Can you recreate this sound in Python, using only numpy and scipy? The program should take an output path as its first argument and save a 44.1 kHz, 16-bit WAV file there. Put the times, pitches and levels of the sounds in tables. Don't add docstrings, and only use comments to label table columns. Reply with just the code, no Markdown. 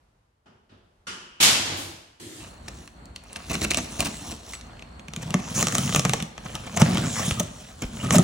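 import sys
import numpy as np
from scipy import signal
from scipy.fft import rfft, irfft, next_fast_len
from scipy.io import wavfile
from scipy.ndimage import uniform_filter1d

SR = 44100
rng = np.random.default_rng(int(sys.argv[2]) if len(sys.argv) > 2 else 0)


def generate_wav(sig):
    pcm = np.round(np.clip(np.atleast_2d(sig).T, -1, 1) * 32767).astype(np.int16)
    wavfile.write(sys.argv[1], SR, pcm)


N = 362943
TIME = np.arange(N) / SR


def amp(db):
    return 10 ** (np.asarray(db) / 20)


def unit(x):
    return x / np.sqrt(np.mean(x ** 2) + 1e-20)


def read(points, hz):
    f, value = np.transpose(sorted(points))
    return np.interp(np.log(hz + 1), np.log(f + 1), value)


def add(mix, s, sound):
    part = mix[:, max(round(s * SR), 0):][:, :sound.shape[-1]]
    part += sound[..., :part.shape[1]]


def colour(pair, spectrum, side, tilt_db=0, share=0):
    size = 4096
    hz = np.fft.rfftfreq(size, 1 / SR)
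    log_gain = np.log(amp(read(spectrum, hz) + tilt_db * np.log2((hz + 300) / 2000)))
    analytic = signal.hilbert(np.r_[log_gain, log_gain[-2:0:-1]])
    taps = np.fft.ifft(np.exp(np.conj(analytic))).real
    taps = taps / np.linalg.norm(taps)
    mid, wide = signal.oaconvolve(pair, taps[None], axes=1)[:, :pair.shape[1]]
    n = next_fast_len(len(wide) + size)
    wide = np.sqrt(1 - share ** 2) * rfft(wide, n)
    if share:
        wide = wide - 1j * share * rfft(mid, n)
    side_gain = amp(read(side, np.fft.rfftfreq(n, 1 / SR)))
    wide = irfft(wide * side_gain, n)[:len(mid)]
    return np.array([mid + wide, mid - wide])


def wander(n, hz):
    knots = rng.standard_normal(int(n / SR * hz) + 2)
    return np.interp(np.arange(n) / SR * hz, np.arange(len(knots)), knots)


def shifting(pair, depth_db, width, length):
    z = signal.stft(pair, SR, nperseg=512)[2]
    hills = rng.standard_normal(z.shape[1:])
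    for _ in range(2):
        hills = uniform_filter1d(hills, width, axis=0)
        hills = uniform_filter1d(hills, length, axis=1)
    moved = signal.istft(z * amp(depth_db * unit(hills)), SR, nperseg=512)[1]
    return unit(moved[:, :pair.shape[1]])


def grains(n, per_s, spread_db, clump_db, clump_hz):
    size = amp(spread_db * np.minimum(rng.exponential(1, n), 4))
    hits = size * (rng.random(n) < per_s / SR)
    return unit(rng.standard_normal((2, n)) * hits * amp(clump_db * wander(n, clump_hz)))


def ring(modes, pitch, rise, scatter):
    t = np.arange(SR // 4) / SR
    tone = np.zeros(len(t))
    for hz, db, t60 in modes:
        detune = 1 + scatter * rng.uniform(-0.9, 1)
        tone += amp(db - 60 * t / t60) * np.sin(2 * np.pi * hz * pitch * detune * t)
    tone = tone * (1 - np.exp(-t / rise))
    return tone / abs(tone).max()


# (frequency [Hz], T60 [s])
HALL_DECAY = [(80, 0.62), (250, 1.1), (700, 1.03), (2000, 0.9), (5000, 0.86), (9000, 0.69), (15000, 0.5)]


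def hall_tail(stretch):
    hz, t, z = signal.stft(rng.standard_normal((2, SR * 3 // 2)), SR, nperseg=256)
    t60 = stretch * read(HALL_DECAY, hz)[:, None]
    return signal.istft(z * amp(-60 * t / t60), SR, nperseg=256)[1]


# (frequency [Hz], side minus mid [dB])
HALL_WIDTH = [(60, -38.5), (120, -17), (220, -12), (700, 1.5), (1300, 1.5), (3100, -1), (7000, 0.5),
              (15000, -9)]
# (frequency [Hz], relative level [dB])
QUIET_HALL = [(15, -50), (25, 5.5), (58, 5), (129, -1), (250, -11), (991, -15), (2080, -23), (8930, -34),
              (11300, -35), (14000, -51)]
SETTLING_METAL = [(25, -17), (40, -12.5), (70, -9), (92, 5.5), (125, -4.5), (190, -8), (260, -10),
                  (330, -2), (430, -16), (800, -17), (2000, -39)]
HISS_GUSH = [(29, -42), (50, -18.5), (102, -1), (181, -11.5), (345, -1), (410, -11.5), (658, -22.5),
             (1700, -23), (3300, -18), (5900, -22.5), (8200, -18), (15000, -38)]
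SHOP_RUMBLE = [(25, -29.5), (45, 3), (64, 4.5), (120, -5.5), (220, -4.5), (380, -16.5), (700, -16.5),
               (1300, -21), (2500, -30), (3900, -33.5), (5000, -50), (6000, -46.5), (8000, -35),
               (12000, -56)]
SHOP_WHINE = [(3600, -40), (4100, -12), (4280, 5), (4400, -4.5), (4650, -8), (4900, -40)]


def background():
    def bed(spectrum, level, mottle_db=0):
        noise = rng.standard_normal((2, N))
        if mottle_db:
            noise = shifting(noise, mottle_db, width=2, length=11)
        return colour(noise, spectrum, HALL_WIDTH) * amp(np.interp(TIME, *np.transpose(level)))
    quiet = bed(QUIET_HALL, [(0, -63.5), (.4, -71), (1, -65)])
    settle = bed(SETTLING_METAL, [(1.45, -100), (1.55, -46), (1.67, -40.5), (1.79, -37),
                                  (1.9, -46.5), (2.2, -75), (2.5, -100)])
    gush = bed(HISS_GUSH, [(2.19, -110), (2.2, -43.5), (2.4, -45), (2.6, -73), (2.9, -110)], mottle_db=2.2)
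    shop = bed(SHOP_RUMBLE, [(2.39, -110), (2.41, -46.5), (2.8, -47.5), (3.2, -47), (8.2, -47.5)])
    whine = bed(SHOP_WHINE, [(2.39, -110), (2.41, -66.5), (5, -65.5), (6, -64), (8.2, -72)])
    whine = whine * amp(2.5 * wander(N, 6))
    settle = settle * amp(2 * wander(N, 25.07))
    return quiet + settle + gush + (shop + whine) * amp(2.15 * wander(N, 10.0))


# (time [s], relative level [dB], treble tilt [dB per octave],
# pitch of the struck part [Hz], relative ringing [dB])
FAR_KNOCKS = [(0.457, -53, -6.5, 750, -16), (0.692, -57.5, -5.5, 3400, -22), (.712, -54, -8.5, 600, -18.5),
              (1.068, -35, -0.5, 1350, -1)]
# (frequency [Hz], relative level [dB])
KNOCK_TONE = [(35, -20), (60, -14), (91, 1), (132, -8.5), (199, -0.5), (309, -8.5), (355, -2.5), (695, -15),
              (1420, -3), (2310, -8.5), (2980, -1), (3840, -9.5), (5300, -6), (10100, -16.5), (15000, -43)]
# (frequency [Hz], relative level [dB])
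KNOCK_HUM = [(100, -42), (950, -17), (1380, -12), (1900, -21), (2400, -9), (3000, -1), (3700, -24),
             (9000, -58)]
# (frequency [Hz], relative level [dB], T60 [s])
STRUCK_METAL = [(350, -10.5, 0.93), (1210, -4, .35), (1420, 1.5, 0.41), (2130, -2, 0.28), (2945, -4, 0.76),
                (3569, -10, .45), (5394, -11, .6), (9895, -12, .33)]


def far_knocks(swell=0.003, ring_db=-16, clank_db=-9, clank_t60=0.9, modes_db=-4):
    out = np.zeros((2, N))
    for s, db, tilt_db, hz, sustain_db in FAR_KNOCKS:
        blow = colour(hall_tail(stretch=0.88), KNOCK_TONE, HALL_WIDTH, tilt_db)
        hum = colour(hall_tail(stretch=3.8), KNOCK_HUM, HALL_WIDTH, tilt_db)
        t = np.arange(blow.shape[1]) / SR
        band = [(hz / 2, -45), (hz * 0.65, -7), (hz, 0), (hz * 1.44, -8), (hz * 2, -45)]
        clank = colour(rng.standard_normal(blow.shape), band, HALL_WIDTH)
        clank = clank * amp(clank_db - 60 * t / clank_t60)
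        modes = np.zeros(blow.shape)
        for f, level, t60 in STRUCK_METAL:
            phase = rng.random() + .25 * rng.random((2, 1))
            modes += amp(level - 60 * t / t60) * np.sin(2 * np.pi * (f * t + phase))
        ringing = amp(sustain_db) * (amp(ring_db) * hum + amp(modes_db) * modes)
        add(out, s, amp(db - 1.5) * (1 - np.exp(-t / swell)) * (blow + clank + ringing))
    return out


# (time [s], relative level [dB], treble tilt [dB per octave], rise [s])
CLATTER_BLOWS = [(1.401, -19.5, -4, 0.003), (1.406, -18, 3, 0.0034), (1.426, -13.5, -1, 0.0011),
                 (1.45, -22, -4, .001), (1.477, -24.5, -5.5, .001), (1.64, -24.5, -5, 0.058),
                 (1.76, -33.5, 7.5, 0.024)]
# (frequency [Hz], relative level [dB])
CLATTER_TONE = [(29, -25), (50, -23), (81, -12.5), (144, -11), (187, -9.5), (423, -13.5), (501, -8.5),
                (551, -14.5), (607, -9), (1310, -7), (2960, 1.5), (4670, 1.5), (6850, 0), (10800, -5),
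                (15500, -18)]
# (frequency [Hz], relative level [dB])
METAL_PARTIALS = [(2060, -7.0), (2238, -5.0), (2288, -4.5), (2688, -3.5), (2952, -1.5), (3056, -2.1),
                  (3192, -2.7), (3269, -1.9), (3311, -2.1), (3404, -2.0), (3593, 0.0), (3942, -4.2),
                  (4035, -3.6), (4082, -2.4), (4897, -4.3), (5939, -5.8), (6693, -4.0), (6881, -5.7),
                  (6928, -6.0), (7870, -6.2), (8044, -7.2), (8137, -7.6)]


def clatter(blow_t60=0.089, tail_db=-4, partials_db=-6.5, partials_t60=0.57):
    out = np.zeros((2, N))
    for s, db, tilt_db, rise in CLATTER_BLOWS:
        tail = amp(tail_db) * hall_tail(stretch=0.91)
        t = np.arange(tail.shape[1]) / SR
        crash = rng.standard_normal(tail.shape) * amp(-10.0 - 60 * t / blow_t60)
        partials = np.zeros(tail.shape)
        for hz, level in METAL_PARTIALS:
            turns = (hz + rng.normal(0, 5.2)) * t + rng.random((2, 1))
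            partials += amp(level) * np.sin(2 * np.pi * turns)
        partials = unit(partials) * amp(partials_db - 60 * t / partials_t60)
        swell = 1 - np.exp(-t / rise)
        blow = colour(crash + tail, CLATTER_TONE, HALL_WIDTH, tilt_db) + partials
        add(out, s, amp(db + 1.0) * swell * blow)
    return out


def room(x, wet_db=-13, floor_db=-17):
    tail = hall_tail(stretch=0.71)
    tail = tail * (1 - np.exp(-np.arange(tail.shape[1]) / SR / 0.002))
    tone = [(60, 3.0), (250, 3), (4000, 3.5), (9000, -2.5), (15000, -5.0)]
    tail = colour(tail, tone, HALL_WIDTH)
    tail = amp(wet_db) * tail / np.linalg.norm(tail[0])
    add(tail, .0055, amp(floor_db) * np.ones(1))
    return x + signal.fftconvolve(x.mean(0)[None], tail, axes=1)[:, :N]


# (frequency [Hz], side minus mid [dB])
NEAR_WIDTH = [(60, -50), (200, -28), (380, -8), (700, 0.5), (1300, -22.5), (2400, 0.5), (8000, -9),
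              (11000, 10.5), (15000, 12.5)]
PORT_SHARE = 0.78


def near(pair, spectrum, tilt_db=0):
    return colour(pair, spectrum, NEAR_WIDTH, tilt_db, PORT_SHARE)


LID_S = 4.7


def wall(drive, end, lid):
    move = round(LID_S * SR)
    return np.hstack([near(drive[:, :move], end), near(drive[:, move:], lid)])


BEND_DELAY_S = 0.001202


def disperse(pair):
    n = pair.shape[1]
    hz = np.fft.rfftfreq(n, 1 / SR)
    phase = 4 * np.pi * BEND_DELAY_S * (np.sqrt(1000 * hz) - hz / 5)
    return irfft(rfft(pair) * np.exp(-1j * phase), n)


# (time [s], relative level [dB])
AIR_PUFFS = [(6.825, -46), (7.845, -21)]


def puffs():
    out, t = np.zeros((2, N)), np.arange(SR // 8) / SR
    for s, db in AIR_PUFFS:
        u = t / 0.0029
        add(out, s, amp(db + 7.5) * u * (2 - u) * np.exp(-u))
    return out


# (time [s], peak level [dB], pitch factor)
BOX_THUMPS = [(3.505, -29, 1.4), (3.552, -28.5, 1.1), (3.651, -25, 1.33), (3.776, -20.5, 1.5),
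              (4.023, -24.5, 1), (4.075, -26.5, 1.26), (4.325, -31, 1.4), (5.086, -33.5, 0.93),
              (5.172, -25, 1), (5.257, -26.5, 0.73), (5.347, -11, 1.12), (5.624, -23, 1.1),
              (5.788, -15.5, 0.83), (5.849, -22.5, 0.84), (5.895, -24, 1.03), (5.939, -21.5, 0.89),
              (5.985, -16, 0.83), (6.055, -23, 1.13), (6.224, -20.5, 0.98), (6.454, -30, 0.86),
              (6.82, -2.5, 0.94), (6.886, -14, 1.08), (6.904, -16.5, 1.12), (6.947, -14, .95),
              (6.978, -17, 1.25), (7.018, -17.5, 1.08), (7.279, -16.5, 0.98), (7.316, -19.5, 0.52),
              (7.401, -19, 1.1), (7.826, -23, 1.46), (8.039, -19.5, 1.26), (8.112, -16, 1.08),
              (8.162, -7, 1.12), (8.191, -4.5, 1.14)]
# (nominal frequency [Hz], relative level [dB], T60 [s])
BOX_MODES = [(132.7, -28, 0.77), (163, 4, 0.075), (201, 1.5, 0.056), (327, -16, 0.12), (625, -15.5, 0.057)]


def thumps():
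    out = np.zeros((2, N))
    for s, db, pitch in BOX_THUMPS:
        add(out, s, -amp(db) * ring(BOX_MODES, pitch, rise=0.0041, scatter=0.037))
    return out


# (time [s], peak level [dB])
PANEL_OR_FLAP_HITS = [(5.344, -27), (7.405, -20.5), (8.146, -12), (8.186, -18.5)]
# (nominal frequency [Hz], relative level [dB], T60 [s])
PANEL_OR_FLAP_MODES = [(614, 4, 0.062), (645, -20, 0.21), (1270, -4, 0.037)]


def panel_or_flap():
    out = np.zeros((2, N))
    for s, db in PANEL_OR_FLAP_HITS:
        add(out, s, amp(db) * ring(PANEL_OR_FLAP_MODES, 0.99, rise=0.0019, scatter=0.005))
    return out


# (time [s], frequency [Hz], peak level [dB], T60 [s])
BLADE_RING = (4.539, 7880, -37, .15)


def blade():
    s, hz, db, t60 = BLADE_RING
    out = np.zeros((2, N))
    add(out, s, amp(db) * ring([(hz, 0, t60)], 1.0, rise=0.00037, scatter=0))
    return out


# (time [s], length [s], start [Hz], end [Hz], width [Hz], relative level [dB])
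SQUEAKS = [(3.494, 0.03, 2600, 2380, 600, -38.5), (3.536, 0.024, 2500, 2190, 700, -37.5),
           (3.707, .016, 2420, 1910, 800, -34), (3.704, .01, 6400, 7400, 1300, -31),
           (3.786, 0.029, 6400, 6100, 450, -40), (4, 0.021, 2400, 2170, 500, -43),
           (5.39, 0.16, 6120, 6630, 2400, -45.5), (5.539, 0.093, 6300, 6900, 1800, -29),
           (5.803, 0.17, 7100, 6800, 1200, -44), (6.759, 0.018, 6700, 6770, 1800, -34),
           (6.762, 0.026, 720, 650, 150, -30), (7.016, 0.047, 1750, 1240, 900, -38),
           (7.01, 0.24, 7300, 6700, 2600, -37), (7.13, .13, 1900, 1700, 1500, -39),
           (7.244, .04, 8800, 8400, 900, -42), (7.372, 0.036, 1220, 1210, 130, -37),
           (7.994, 0.035, 2940, 2940, 320, -42.5), (8.029, 0.042, 1264, 1257, 140, -36.5),
           (8.08, 0.046, 1280, 1260, 140, -40)]


def rubs():
    out = np.zeros((2, N))
    for s, length, start_hz, end_hz, width_hz, db in SQUEAKS:
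        n = int(length * SR)
        keep = np.exp(-np.pi * width_hz / SR)
        noise = rng.standard_normal((2, 2 * n)) + 1j * rng.standard_normal((2, 2 * n))
        flutter = signal.lfilter([1], np.poly([keep, keep, keep]), noise)[:, n:]
        turns = np.cumsum(np.linspace(start_hz, end_hz, n)) / SR
        squeak = (flutter * np.exp(2j * np.pi * turns)).real
        add(out, s, amp(db) * unit(squeak) * signal.windows.tukey(n, .6))
    return near(out, [(100, 0), (16000, 0)])


# (time [s], length [s], relative board level [dB], relative fibre crackle [dB])
CORRUGATION_RIPS = [(2.679, 0.012, -41, -39), (3.356, 0.016, -39, -39), (3.494, 0.027, -28.5, -30.5),
                    (3.528, 0.022, -30.5, -30), (3.611, 0.0095, -27, -25), (3.624, 0.029, -24, -24.5),
                    (3.7043, 0.0069, -22.5, -21.5), (3.714, 0.012, -31, -35), (3.768, 0.023, -26, -27),
                    (3.991, 0.009, -26, -26.5), (4.01, 0.017, -26, -33), (4.046, 0.019, -27.5, -24.5),
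                    (4.065, 0.013, -31.5, -26), (4.309, 0.017, -36.5, -35.5), (4.533, 0.022, -51, -40),
                    (5.215, 0.021, -38.5, -41.5), (5.541, 0.09, -34, -27.5), (5.746, 0.012, -31, -27),
                    (5.957, 0.009, -24, -26), (6.051, 0.006, -18, -25), (6.134, 0.006, -22, -23),
                    (6.449, 0.015, -33.5, -44), (6.542, 0.02, -34, -45), (6.662, 0.014, -32.5, -41.5),
                    (6.763, 0.016, -26.5, -30), (6.795, 0.025, -21.5, -25.5), (7.248, 0.024, -38, -29.5),
                    (7.299, .014, -29.5, -29), (7.395, 0.011, -26, -24), (7.817, 0.009, -25, -33),
                    (7.83, 0.012, -32, -42), (8.037, 0.01, -31.5, -41), (8.12, 0.052, -28, -20.5)]
# (frequency [Hz], relative level [dB])
END_CRACK_TONE = [(300, -33), (1200, 3.5), (1850, 3.5), (2300, 2), (2800, 8.5), (3250, -0.5), (4200, 8.5),
                  (4900, 2.5), (5800, 6), (7500, 3), (9000, 2), (12500, -18), (16000, -14)]
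LID_CRACK_TONE = [(300, -15), (1200, -4.5), (2600, 3), (3600, 2.5), (4700, -2), (6500, 9), (9000, 2),
                  (12500, -11.5), (16000, -10)]
END_BOARD_TONE = [(250, -16.5), (400, 6), (500, 4), (670, 9), (950, 3.5), (1180, 4.5), (1550, -2.5),
                  (1850, 0), (2300, -2.5), (2800, 4.5), (3250, -11.5), (4200, -2), (5500, -18.5),
                  (9000, -36)]
LID_BOARD_TONE = [(250, -34.5), (420, 3), (600, 8), (760, 7), (960, 3.5), (1220, 5), (1480, 1), (1850, 0),
                  (2400, -0.5), (3000, -1), (4000, -8), (5500, -7.5), (9000, -56.5)]
END_HOLLOW_TONE = [(25, -33), (60, 9.5), (100, 2.5), (160, 0.5), (220, 2), (300, 1.5), (420, -12.5),
                   (650, -15), (1200, -51)]
LID_HOLLOW_TONE = [(25, -35), (60, -11.5), (95, 2.5), (150, 2.5), (205, 0.5), (260, -4.5), (400, -17),
                   (600, -21), (1200, -55)]
RIP_SWELL_DB = 5.5


def rips(hollow_db=-3, board_db=0.0):
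    force = np.zeros((2, N))
    for s, length, db, fibre_db in CORRUGATION_RIPS:
        n = int(length * SR)
        swell = amp(RIP_SWELL_DB * np.linspace(-.5, .5, n))
        add(force, s, amp([[fibre_db], [db]]) * signal.windows.tukey(n, .3) * swell)
    fibres = grains(N, per_s=6000, spread_db=1.0, clump_db=2, clump_hz=450)
    crackle = shifting(wall(fibres, END_CRACK_TONE, LID_CRACK_TONE), depth_db=2.5, width=7, length=4)
    board = shifting(wall(fibres, END_BOARD_TONE, LID_BOARD_TONE), depth_db=2, width=3, length=6)
    hollow = wall(force[1] * fibres, END_HOLLOW_TONE, LID_HOLLOW_TONE)
    keep = np.exp(-1 / (SR * 0.006))
    shake = signal.lfilter([1 - keep], [1, -keep], force[1])
    return force[0] * crackle + amp(board_db) * shake * board + amp(hollow_db) * hollow


# (time [s], peak level of the crack [dB], nominal pitch of the broken piece [Hz], treble tilt [dB per octave])
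TAPE_AND_FIBRE_SNAPS = [(2.681, -24.5, 1900, -5), (2.875, -31, 2640, -2), (3.055, -34, 4700, 5),
                        (3.16, -22.5, 3120, -1.5), (3.237, -29.5, 9100, 11), (3.329, -21, 9000, 6.5),
                        (3.359, -19.5, 2430, -3), (3.516, -13, 6160, 10), (3.552, -13.5, 2810, -4),
                        (3.589, -28, 6000, 7), (3.647, -13, 1510, -3), (3.7082, -11, 6860, 5),
                        (3.7141, -8.5, 2340, -1.5), (3.735, -16, 3000, 0), (3.7447, -5.5, 2700, 0),
                        (3.7714, -5.5, 8000, -0.5), (3.785, -18.5, 1190, -1), (4.0043, -2, 2500, 3),
                        (4.2045, -39, 2310, -2), (4.534, -22, 2090, -2.5), (4.5514, -28, 4400, -1),
                        (4.61, -29, 4430, -2.5), (4.793, -31, 2620, -7.5), (4.822, -28, 2750, -8),
                        (4.994, -31.5, 2540, -6), (5.082, -25.5, 2480, -6), (5.135, -20, 2910, -4),
                        (5.162, -17, 2490, -2), (5.272, -35, 5000, 0), (5.4, -27, 6000, -4),
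                        (5.4843, -27, 6100, -8), (5.498, -26, 2730, -7), (5.305, -15, 2900, -1),
                        (5.341, -8.5, 720, -6.5), (5.6262, -3.5, 6300, -1.5), (5.669, -6, 5900, -1.5),
                        (5.683, -8.5, 5700, -1), (5.7229, -14, 7360, -5), (5.751, -8, 6830, -5),
                        (5.782, -5.5, 3120, 0.5), (5.832, -22, 2820, -3), (5.8476, -23, 5560, -4),
                        (5.867, -21, 6000, -3), (5.876, -18, 2900, -7), (5.892, -16.5, 1290, -7),
                        (5.924, -15.5, 3000, -6.5), (5.9465, -6, 5870, -5), (5.96, -3.5, 2540, -1),
                        (5.994, -6, 5550, -2.5), (6.05, -5, 1880, -5), (6.094, -8.5, 2100, -2.5),
                        (6.134, -7, 5940, -7), (6.2006, -19.5, 3020, -8.5), (6.224, -16, 3600, -1),
                        (6.378, -21.5, 2550, -8), (6.552, -15, 3820, -1), (6.772, -12.5, 7000, -7.5),
                        (6.817, -5, 6200, -6.5), (6.853, -25, 2400, -8), (6.869, -23, 6000, -3),
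                        (6.885, -28, 1700, -4), (6.898, -30, 1700, -4), (6.932, -22, 5800, -8),
                        (6.946, -16.5, 3240, -2.5), (6.9546, -19, 2800, -8), (6.971, -12, 3180, -6),
                        (6.98, -17, 2720, -5), (7.2874, -30, 6130, 8), (7.309, -11, 2700, -4),
                        (7.4, -8, 6200, 14), (7.969, -27, 3000, -12), (8.1064, -5, 6700, -6),
                        (8.156, -4.5, 3900, 1), (8.183, -1.5, 8500, 1)]
# (nominal frequency [Hz], relative level [dB], T60 [s])
END_MODES = [(630, -4, 0.031), (680, 6, 0.029), (1160, 2, 0.038), (2260, 0, 0.024), (2820, 1.5, .03)]
LID_MODES = [(488, 1, 0.052), (602, -3, 0.047), (630, -3.5, 0.043), (775, 7, 0.021), (1186, 9.5, 0.027),
             (1243, -23, 0.011), (1816, 6, 0.014)]
FULL_SNAP_DB = -5
CRACK_T60_S, CRACK_TAIL_DB, CRACK_TAIL_T60_S = 0.0056, -24.5, 0.18
CRACK_DOUBLING_DB, CRACK_DULL_DOUBLING = 24, 14
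PANEL_RING_DB, BOX_RING_DB, RING_GROWTH = -15.5, -27.5, 1.62
DULL_RING_DB = 1.09
END_WALL_RING_DB = -3.5


def snaps(panel_delay=0.001415, piece_db=5.0, strain_db=-19, piece_ring_db=-19, piece_t60=0.019):
    lead = .012
    out, t = np.zeros((2, N)), np.arange(-lead, .1, 1 / SR)
    after, hz = np.maximum(t, 0), np.geomspace(200, 17000, 80)
    rustle = amp(CRACK_TAIL_DB - 60 * after / CRACK_TAIL_T60_S)
    strain = amp(strain_db + 2700 * t)
    for s, db, piece_hz, tilt_db in TAPE_AND_FIBRE_SNAPS:
        tone, panel, ring_db = LID_CRACK_TONE, LID_MODES, 0
        if s < LID_S:
            tone, panel, ring_db = END_CRACK_TONE, END_MODES, END_WALL_RING_DB
        doublings = (FULL_SNAP_DB - db) / CRACK_DOUBLING_DB - tilt_db / CRACK_DULL_DOUBLING
        t60 = CRACK_T60_S * 2 ** doublings
        force = np.where(t < 0, strain, amp(-60 * after / t60) + rustle)
        spectrum = read(tone, hz) + piece_db * np.exp(-(np.log2(hz / piece_hz) * 2) ** 2)
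        burst = rng.standard_normal((2, len(t))) * force
        crack = disperse(near(burst, list(zip(hz, spectrum)), tilt_db))
        piece = ring([(piece_hz, 0, piece_t60)], 0.97, rise=0.00047, scatter=0.018)
        panel_ring = ring(panel, rng.uniform(0.98, 1.04), rise=0.00014, scatter=0.044)
        box_ring = ring(BOX_MODES, rng.uniform(0.837, 1.1), rise=0.0076, scatter=0.055)
        push_db = RING_GROWTH * (db - FULL_SNAP_DB) - DULL_RING_DB * tilt_db + ring_db
        add(out, s + 0.001039 - lead, amp(db) * crack / abs(crack).max())
        add(out, s + panel_delay, amp(db + piece_ring_db) * piece)
        add(out, s + panel_delay, amp(push_db + PANEL_RING_DB) * panel_ring)
        add(out, s + panel_delay, amp(push_db + BOX_RING_DB) * box_ring)
    return out


def coarse_fibres(low_hz=1000, high_hz=6500, count=12):
    out, t = np.zeros((2, N)), np.arange(SR // 50) / SR
    for hz in np.geomspace(low_hz, high_hz, count):
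        breaks = rng.uniform(-1, 1, (2, N)) * (rng.random(N) < 14 / SR)
        tick = unit(np.sin(2 * np.pi * hz * t) * np.exp(-hz * t / 2.5))
        out += signal.oaconvolve(breaks, tick[None], axes=1)[:, :N]
    return unit(near(out, [(200, -18), (600, 2), (8000, 0), (13000, -10)]))


FLUTES_PER_S = 125


def stick_slip(jitter=0.3, bite_db=3.5):
    turns = np.cumsum(FLUTES_PER_S * np.exp(jitter * wander(N, 40))) / SR
    grip = np.minimum(rng.exponential(1, 4000), 2.5)[turns.astype(int) % 4000]
    return unit(amp(bite_db * grip * np.exp(-4 * (turns % 1))))


# (start of hold [s], hold [s], force [dB],
# hiss of tape over scrape of board [dB], give of the wall there [dB])
KNIFE_STROKES = [(2.424, 0.052, -48, -6, -10), (2.707, 0.13, -54, -3, 6.5), (3.343, 0.17, -46.5, -10, -24),
                 (3.525, 0.32, -46, 0, 7), (3.922, 0.39, -43.5, -2, -0.5), (4.495, 0.028, -46.5, -1.5, -7),
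                 (4.646, 0.21, -54, -16, 1), (5.235, 0.58, -43.5, -10.5, 2), (5.602, 0.033, -33, -2.5, -5),
                 (5.743, 0.23, -38.5, 1.5, 2), (6.069, 0.11, -44, -1.5, 8), (6.484, 0.48, -43.5, -8, -2.5),
                 (6.815, 0.24, -33, -7.5, -4), (7.043, 0.13, -38.5, -3.5, -2), (7.161, 0.14, -34, -2.5, -9),
                 (7.372, 0.052, -42, -3, 7), (7.54, 0.17, -51, -2.5, 0), (7.85, 0.02, -49, -0.5, 2),
                 (7.963, 0.062, -46, -2.5, 6.5), (8.037, 0.033, -37, -6.5, 0), (8.14, 0.033, -32, -7, 3.5)]
# (frequency [Hz], relative level [dB])
TAPE_TONE = [(2000, -25.5), (3000, -5), (3800, -2.5), (4800, -9), (5600, 0.5), (6650, 0), (7700, -1),
             (8500, -6), (10300, -6), (12300, -32.5), (15300, -14.5)]
STROKE_RISE_DB_PER_S, STROKE_FALL_DB_PER_S = 110, 117
DRUM_DB, DRUM_AT_DB, DRUM_GROWTH = -37, -41.5, 1.6


def cutting(hiss_db=5.5, board_db=-2.0, ticks_db=-9.0):
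    hiss, scrape, drum = np.zeros((3, N))
    for s, hold, force_db, tape_db, give_db in KNIFE_STROKES:
        rise_db = STROKE_RISE_DB_PER_S * np.maximum(s - TIME, 0)
        fall_db = STROKE_FALL_DB_PER_S * np.maximum(TIME - s - hold, 0)
        force = amp(force_db - np.minimum(rise_db + fall_db, 90))
        scrape = np.maximum(scrape, force)
        hiss = np.maximum(hiss, force * amp(tape_db))
        drum = np.maximum(drum, amp(DRUM_DB + give_db) * (force / amp(DRUM_AT_DB)) ** DRUM_GROWTH)
    tape = near(grains(N, per_s=9000, spread_db=-0.5, clump_db=-2.0, clump_hz=443), TAPE_TONE)
    tape = shifting(tape, depth_db=2, width=7, length=8)
    breaks = disperse(grains(N, per_s=1600, spread_db=1.5, clump_db=2.5, clump_hz=300))
    board = shifting(wall(breaks, END_BOARD_TONE, LID_BOARD_TONE), depth_db=3, width=3, length=7)
    bumps = grains(N, per_s=900, spread_db=0.5, clump_db=2, clump_hz=31.2)
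    hollow = wall(bumps, END_HOLLOW_TONE, LID_HOLLOW_TONE)
    slips = stick_slip()
    rasp = slips * scrape * (amp(board_db) * board + amp(ticks_db) * coarse_fibres())
    return np.sqrt(slips) * amp(hiss_db) * hiss * tape + rasp + drum * hollow


def scene():
    hall = background() + far_knocks() + clatter()
    box = puffs() + thumps() + panel_or_flap() + blade() + rubs() + rips() + snaps() + cutting()
    return hall + room(box)


EDGE_HZ = 16000


def record(dry):
    dry = signal.sosfilt(signal.butter(2, 32, "high", fs=SR, output="sos"), dry)
    low_pass = signal.firwin(511, EDGE_HZ, window=("kaiser", 9), fs=SR)
    return signal.oaconvolve(np.clip(dry, -1, 1), low_pass[None], "same")


dry = scene()
out = record(dry)
generate_wav(out)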